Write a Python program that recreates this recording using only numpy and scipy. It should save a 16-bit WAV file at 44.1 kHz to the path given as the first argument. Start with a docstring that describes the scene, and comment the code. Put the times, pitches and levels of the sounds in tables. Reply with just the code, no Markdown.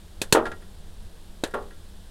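"""Popcorn kernels burst in oil on an outdoor griddle, under an upturned foil tray, close to the microphone.
Each of three bursts is a puff (a pressure swing) and a sharp crack (a crowd of fine modes, with rings). Two
kernels fly against the foil, and the tray once drops back onto the griddle; the foil rings like a slack drum
(struck modes and a rattle); pieces tick down. Behind them the oil sizzles faintly (coloured noise and tiny
spits) over the burner's rumble and hum (noise)."""
import sys
import numpy as np
from scipy import signal
from scipy.fft import rfft, irfft
from scipy.io import wavfile

SR = 44100
rng = np.random.default_rng(int(sys.argv[2]) if len(sys.argv) > 2 else 0)


def to_wav(s):
    """Save 16-bit WAV."""
    ch = np.atleast_2d(s).T  # columns
    pcm = np.round(np.clip(ch, -1, 1) * 32767)  # PCM
    wavfile.write(sys.argv[1], SR, pcm.astype(np.int16))


N = 92610
TIME = np.arange(N) / SR   # s
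HZ = np.maximum(np.arange(N // 2 + 1) * SR / N, 1)   # the spectrum's bins, kept above zero for logarithms

# Kernels bursting under the tray. Each row: start in seconds, crack level in dB, treble tilt in dB per octave,
# top octaves in dB, hollow ring in dB, hull pitch in Hz, hull ring in dB, puff depth in dB,
# puff width (standard deviation) in seconds, puff lag in seconds.
BURSTS = [(0.2162, -20.5, 1.5, -4, -17, 2538, -21, -14.5, 0.00037, 0.0009),
          (0.3246, -8.5, 0.5, -0.5, -4, 4330, -12.5, -5.5, 0.00054, 0.0036),
          (1.4373, -20, -1.64, -7, -22, 3885, -28, -9.5, 0.00035, -.0002)]
# Colour of the crack. Each row: frequency in Hz, density in dB per Hz.
CRACK_COLOUR = [(100, -10), (420, 2), (750, -6), (1250, -9.5), (1700, 0.5), (2150, -11.5), (2700, -7),
                (4000, 0), (5000, -6.5), (8000, -2), (11000, -7), (15500, -21.5)]
# Resonances of the space under the tray. 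Each row: frequency in Hz, level in dB, t60 in seconds.
HOLLOW_MODES = [(288, -23, .06), (437, -13.5, 0.071), (541, -22.5, 0.11), (911, -11.5, 0.035),
                (1050, -16.5, 0.041), (1608, -14.5, 0.035), (1738, -19, 0.073), (1968, -30, 0.12),
                (2616, -5, 0.027), (2864, -19.5, .06), (3566, -27, 0.17), (4340, -24.5, .07),
                (6140, -15, 0.039), (6900, -12.5, 0.033), (7920, -34, 0.049)]
# How the crack dies away. Each row: frequency in Hz, t60 in seconds.
CRACK_DECAY = [(150, 0.022), (500, 0.23), (2000, 0.13), (5000, 0.061), (9000, 0.1), (15000, 0.081)]
SNAP_DB, SNAP_T60_S, CRACK_ATTACK_S = 0, 0.019, 0.00083   # the first instant stands above the tail
TOP_HZ = 5100   # where the top octaves begin
HULL_T60_S = 0.035   # each hull rings briefly at its own pitch


def pops():
    """A hull splits: a puff of steam, and a crack that rings and bounces about under the tray."""
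    out = 0
    for start, crack_db, tilt_db, top_db, hollow_db, hull_hz, hull_db, puff_db, width, lag in BURSTS:
        top_shelf_db = top_db / (1 + (TOP_HZ / HZ) ** 10)
        fine = crowd(tilted(at_hz(CRACK_COLOUR), tilt_db) + top_shelf_db)
        snap = from_db(SNAP_DB) * fine * fade(start, SNAP_T60_S, CRACK_ATTACK_S)
        tail = dying(fine, start, CRACK_DECAY, CRACK_ATTACK_S) / 2
        hollow = from_db(hollow_db) * modes(start, HOLLOW_MODES)
        hull = from_db(hull_db) * ring(start, hull_hz, HULL_T60_S, 0)
        puff = from_db(puff_db) * swing(start + lag, width)
        out = out + from_db(crack_db) * (snap + tail) + hollow + hull + puff
    return out


# Blows on the foil: two kernels striking it, and between them the tray dropping back onto the griddle. Each
# row: start in seconds, ring level in dB, spot struck (0 or 1), # rattle level in dB, rattle tilt in dB per
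# octave.
FOIL_STRIKES = [(.3487, -16, 0, -18.5, 1.5), (0.3703, -26.5, 0, -22, -1.5), (1.5385, -28.5, 1, -28, -0.2)]
# Main modes of the tray. Each row: frequency in Hz, t60 in seconds, level in dB struck at spot 0,
# level in dB struck at spot 1.
TRAY_MODES = [(236, .38, -12, -10), (331, .28, -4, -12), (378, .44, -5, -16), (404, .36, -20, -1),
              (420, .25, -6, -14), (452, .31, 1, -3), (503, .33, -11, -4), (531, .22, -4, -16),
              (579, .34, -15, -5), (618, .26, -3, -15), (662, .32, -12, -13), (741, .33, -12, -11),
              (817, .23, -6, -9), (856, .27, -8, -10), (912, .22, -7, -8), (1094, .24, -20, -4),
              (1145, .28, -15, -6), (1208, .28, -12, -9), (1284, .26, -13, -16), (1378, .2, -17, -2)]
# Colour of the finer foil modes. Each row: frequency in Hz, density in dB per Hz.
RATTLE_COLOUR = [(90, -24), (200, -12), (350, -3), (800, -4), (1050, -6.5), (1350, -7.5), (1850, -8),
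                 (2150, -19), (3300, -18.5), (5000, -33), (15000, -47)]
# How the rattle dies away. Each row: frequency in Hz, t60 in seconds.
RATTLE_DECAY = [(200, 0.26), (600, 0.32), (1400, .26), (2500, 0.11), (8000, 0.13)]
DENT_DB, DENT_S = -2, 0.00015   # the foil's first dent, against the rattle level; its width


def foil():
    """A flying kernel, or the tray dropping back onto the griddle, dents the foil and sets its main modes
    ringing, with a rattle of finer ones."""
    out = 0
    for start, ring_db, spot, rattle_db, tilt_db in FOIL_STRIKES:
        struck = [(hz, second_db if spot > .5 else first_db, t60) for hz, t60, first_db, second_db in TRAY_MODES]
        main = modes(start, struck)
        fine = crowd(tilted(at_hz(RATTLE_COLOUR), tilt_db))
        rattle = dying(fine, start, RATTLE_DECAY, STRIKE_ATTACK_S)
        dent = from_db(DENT_DB) * swing(start + DENT_S, DENT_S)
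        out = out + from_db(ring_db) * main + from_db(rattle_db) * (rattle + dent)
    return out


# Pieces falling back onto the foil. Each row: start in seconds, level in dB, treble tilt in dB per octave.
FALLING_PIECES = [(0.454, -30, 2), (0.4639, -31.5, 1.5), (0.475, -46, 7.5), (0.5162, -36, 3),
                  (0.62, -54, 6), (1.474, -48.5, 14), (1.509, -51, 10), (1.5415, -43.5, 17),
                  (1.623, -54.5, 10), (1.707, -48.5, 1)]
# Colour of a light touch. Each row: frequency in Hz, density in dB per Hz.
TICK_COLOUR = [(300, 3), (1000, -2.5), (1400, 1), (1800, -3), (2200, -11), (3500, -13), (6000, -25),
               (10000, -27), (15500, -56)]
# How a touch dies away. Each row: frequency in Hz, t60 in seconds.
TICK_DECAY = [(500, .12), (1700, 0.11), (3500, 0.075), (10000, 0.044)]
# Small modes that a light touch rings. Each row: frequency in Hz, level in dB, t60 in seconds.
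TICK_MODES = [(1383, -2.5, 0.15), (1663, -0.5, 0.1), (1888, -5.5, 0.17)]


def ticks():
    """Light pieces touch the foil as they fall, ringing fine modes and a few small distinct ones."""
    out = 0
    for start, db, tilt_db in FALLING_PIECES:
        fine = crowd(tilted(at_hz(TICK_COLOUR), tilt_db))
        touch = dying(fine, start, TICK_DECAY, STRIKE_ATTACK_S)
        out = out + from_db(db) * (touch + modes(start, TICK_MODES))
    return out


# Colour of the oil on the griddle. Each row: frequency in Hz, density in dB per Hz.
SIZZLE_COLOUR = [(600, -1.5), (1200, -2.5), (1600, 1), (2250, -5.5), (3500, 1), (5200, -4.5), (6100, -7.5),
                 (8700, -4.5), (12000, -9.5), (15700, -18)]
SIZZLE_DB = -57.5
SPITS_PER_S, SPIT_DB = 290, -70   # tiny bubbles bursting in the oil: mean rate, rms level


def oil():
    """A smooth sizzle, with tiny bubbles bursting at random as clicks of the same colour."""
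    colour_db = at_hz(SIZZLE_COLOUR)
    clicks = (rng.random(N) < SPITS_PER_S / SR) * rng.standard_normal(N)
    spits = rms_one(irfft(rfft(clicks) * from_db(colour_db), N))
    return from_db(SIZZLE_DB) * noise(colour_db) + from_db(SPIT_DB) * spits


# Colour of the burner's rumble. Each row: frequency in Hz, density in dB per Hz.
RUMBLE_COLOUR = [(12, -1), (22, 0), (50, -13.5), (90, -9.5), (112, -31.5), (165, -20), (205, -22),
                 (240, -31.5), (450, -31), (1100, -40.5), (2500, -86)]
# Slow course of the rumble. Each row: time in seconds, level in dB.
RUMBLE_LEVEL = [(0, -41.5), (.55, -38.5), (.9, -40), (1.4, -40), (1.65, -41), (2.1, -42)]
# Hum tones of the burner. Each row: frequency in Hz, level in dB.
HUM_TONES = [(87, -60.5), (204.6, -66), (333.8, -68.5)]
HUM_WIDTH_HZ = 5.2   # distance from the centre at which a tone's spectrum is 6 dB down


def burner():
    """Low rumble with a few hum tones, which waver because each is a narrow band of noise."""
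    hum = 0
    for hz, db in HUM_TONES:
        peak_db = -20 * np.log10(1 + ((HZ - hz) / HUM_WIDTH_HZ) ** 2)
        hum = hum + from_db(db) * noise(peak_db)
    level_db = np.interp(TIME, *np.transpose(RUMBLE_LEVEL))
    return from_db(level_db) * noise(at_hz(RUMBLE_COLOUR)) + hum


REBOUND = 1.88   # a pressure dip swings back this many times more slowly


def swing(start, width):
    """A brief dip of pressure and its slower, shallower rebound."""
    u = (TIME - start) / width
    dip = np.exp(-u ** 2 / 2)
    rebound = np.exp(-(u / REBOUND - 1) ** 2 / 2) / REBOUND
    return rebound - dip


STRIKE_ATTACK_S = 0.00062   # time constant of the rise
PHASE_SCATTER = 0.63   # radians (standard deviation) by which the modes fall out of step at a blow


def ring(start, hz, t60, phase):
    """One struck mode: a sine that rises quickly and decays."""
    return np.sin(2 * np.pi * hz * (TIME - start) + phase) * fade(start, t60, STRIKE_ATTACK_S)


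def modes(start, table):
    """Strike a set of modes (Hz, dB, t60 in seconds), roughly in step."""
    return sum(from_db(db) * ring(start, hz, t60, rng.normal() * PHASE_SCATTER) for hz, db, t60 in table)


MODE_GAP_HZ, MODE_GAP_SHARE = 20, .006   # spacing of the fine modes, and its growth with frequency


def crowd(colour_db):
    """Many fine modes, unevenly spaced and at random phases, as a steady sound of rms 1."""
    rank = np.cumsum(SR / N / (MODE_GAP_HZ + MODE_GAP_SHARE * HZ))   # number of modes below each bin
    uneven, phase = rng.random((2, 1500))
    bins = np.searchsorted(rank, np.arange(len(uneven)) + uneven / 2)
    kept = bins < len(HZ)
    bins = bins[kept]
    spectrum = np.zeros(len(HZ), complex)
    # sparser modes are each stronger, so that the level per Hz follows the colour
    strength = from_db(colour_db[bins]) / np.sqrt(np.gradient(rank)[bins])
    spectrum[bins] = strength * np.exp(2j * np.pi * phase[kept])
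    return rms_one(irfft(spectrum, N))


def fade(start, t60, attack):
    """Quick rise, then exponential decay by 60 dB in t60 seconds."""
    age = np.maximum(TIME - start, 0)
    decay = np.exp(-np.minimum(np.log(1000) * age / t60, 40))
    return (1 - np.exp(-age / attack)) * decay


def dying(sound, start, decay, attack):
    """Each octave of a steady sound dies at its own rate."""
    spectrum, out = rfft(sound), 0
    octave = np.clip(np.log2(HZ / 125), 0, 7)
    for k in range(8):
        overlap = np.maximum(1 - abs(octave - k), 0)   # triangular bands that sum to one
        band = irfft(spectrum * overlap, N)
        out = out + band * fade(start, at_hz(decay, 125 * 2 ** k), attack)
    return out


def noise(colour_db):
    """Steady noise of the given colour, rms 1."""
    return rms_one(irfft(rfft(rng.standard_normal(N)) * from_db(colour_db), N))


def tilted(colour_db, tilt_db):
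    """Tip a colour by so many dB per octave above 500 Hz."""
    return colour_db + tilt_db * np.log2(np.maximum(HZ, 500))


def at_hz(points, hz=HZ):
    """Read a table on a log-frequency axis."""
    f, value = np.transpose(points)
    return np.interp(np.log(hz), np.log(f), value)


def from_db(db):
    """Decibels to gain."""
    return 10 ** (np.asarray(db) / 20)


def rms_one(x):
    """Scale to unit rms."""
    return x / np.sqrt(np.mean(x ** 2) + 1e-20)


def scene():
    """Everything at one close microphone."""
    return (pops() + foil() + ticks() + oil() + burner())[None]


CUTOFF_HZ = 15900


def record(dry):
    """Peaks beyond full scale overload and clip; a steep low-pass then cuts the top."""
    low_pass = signal.ellip(12, .2, 95, CUTOFF_HZ, fs=SR, output="sos")   # ripple and stopband in dB
    return signal.sosfilt(low_pass, np.clip(dry, -1, 1))


dry = scene()
out = record(dry)
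to_wav(out)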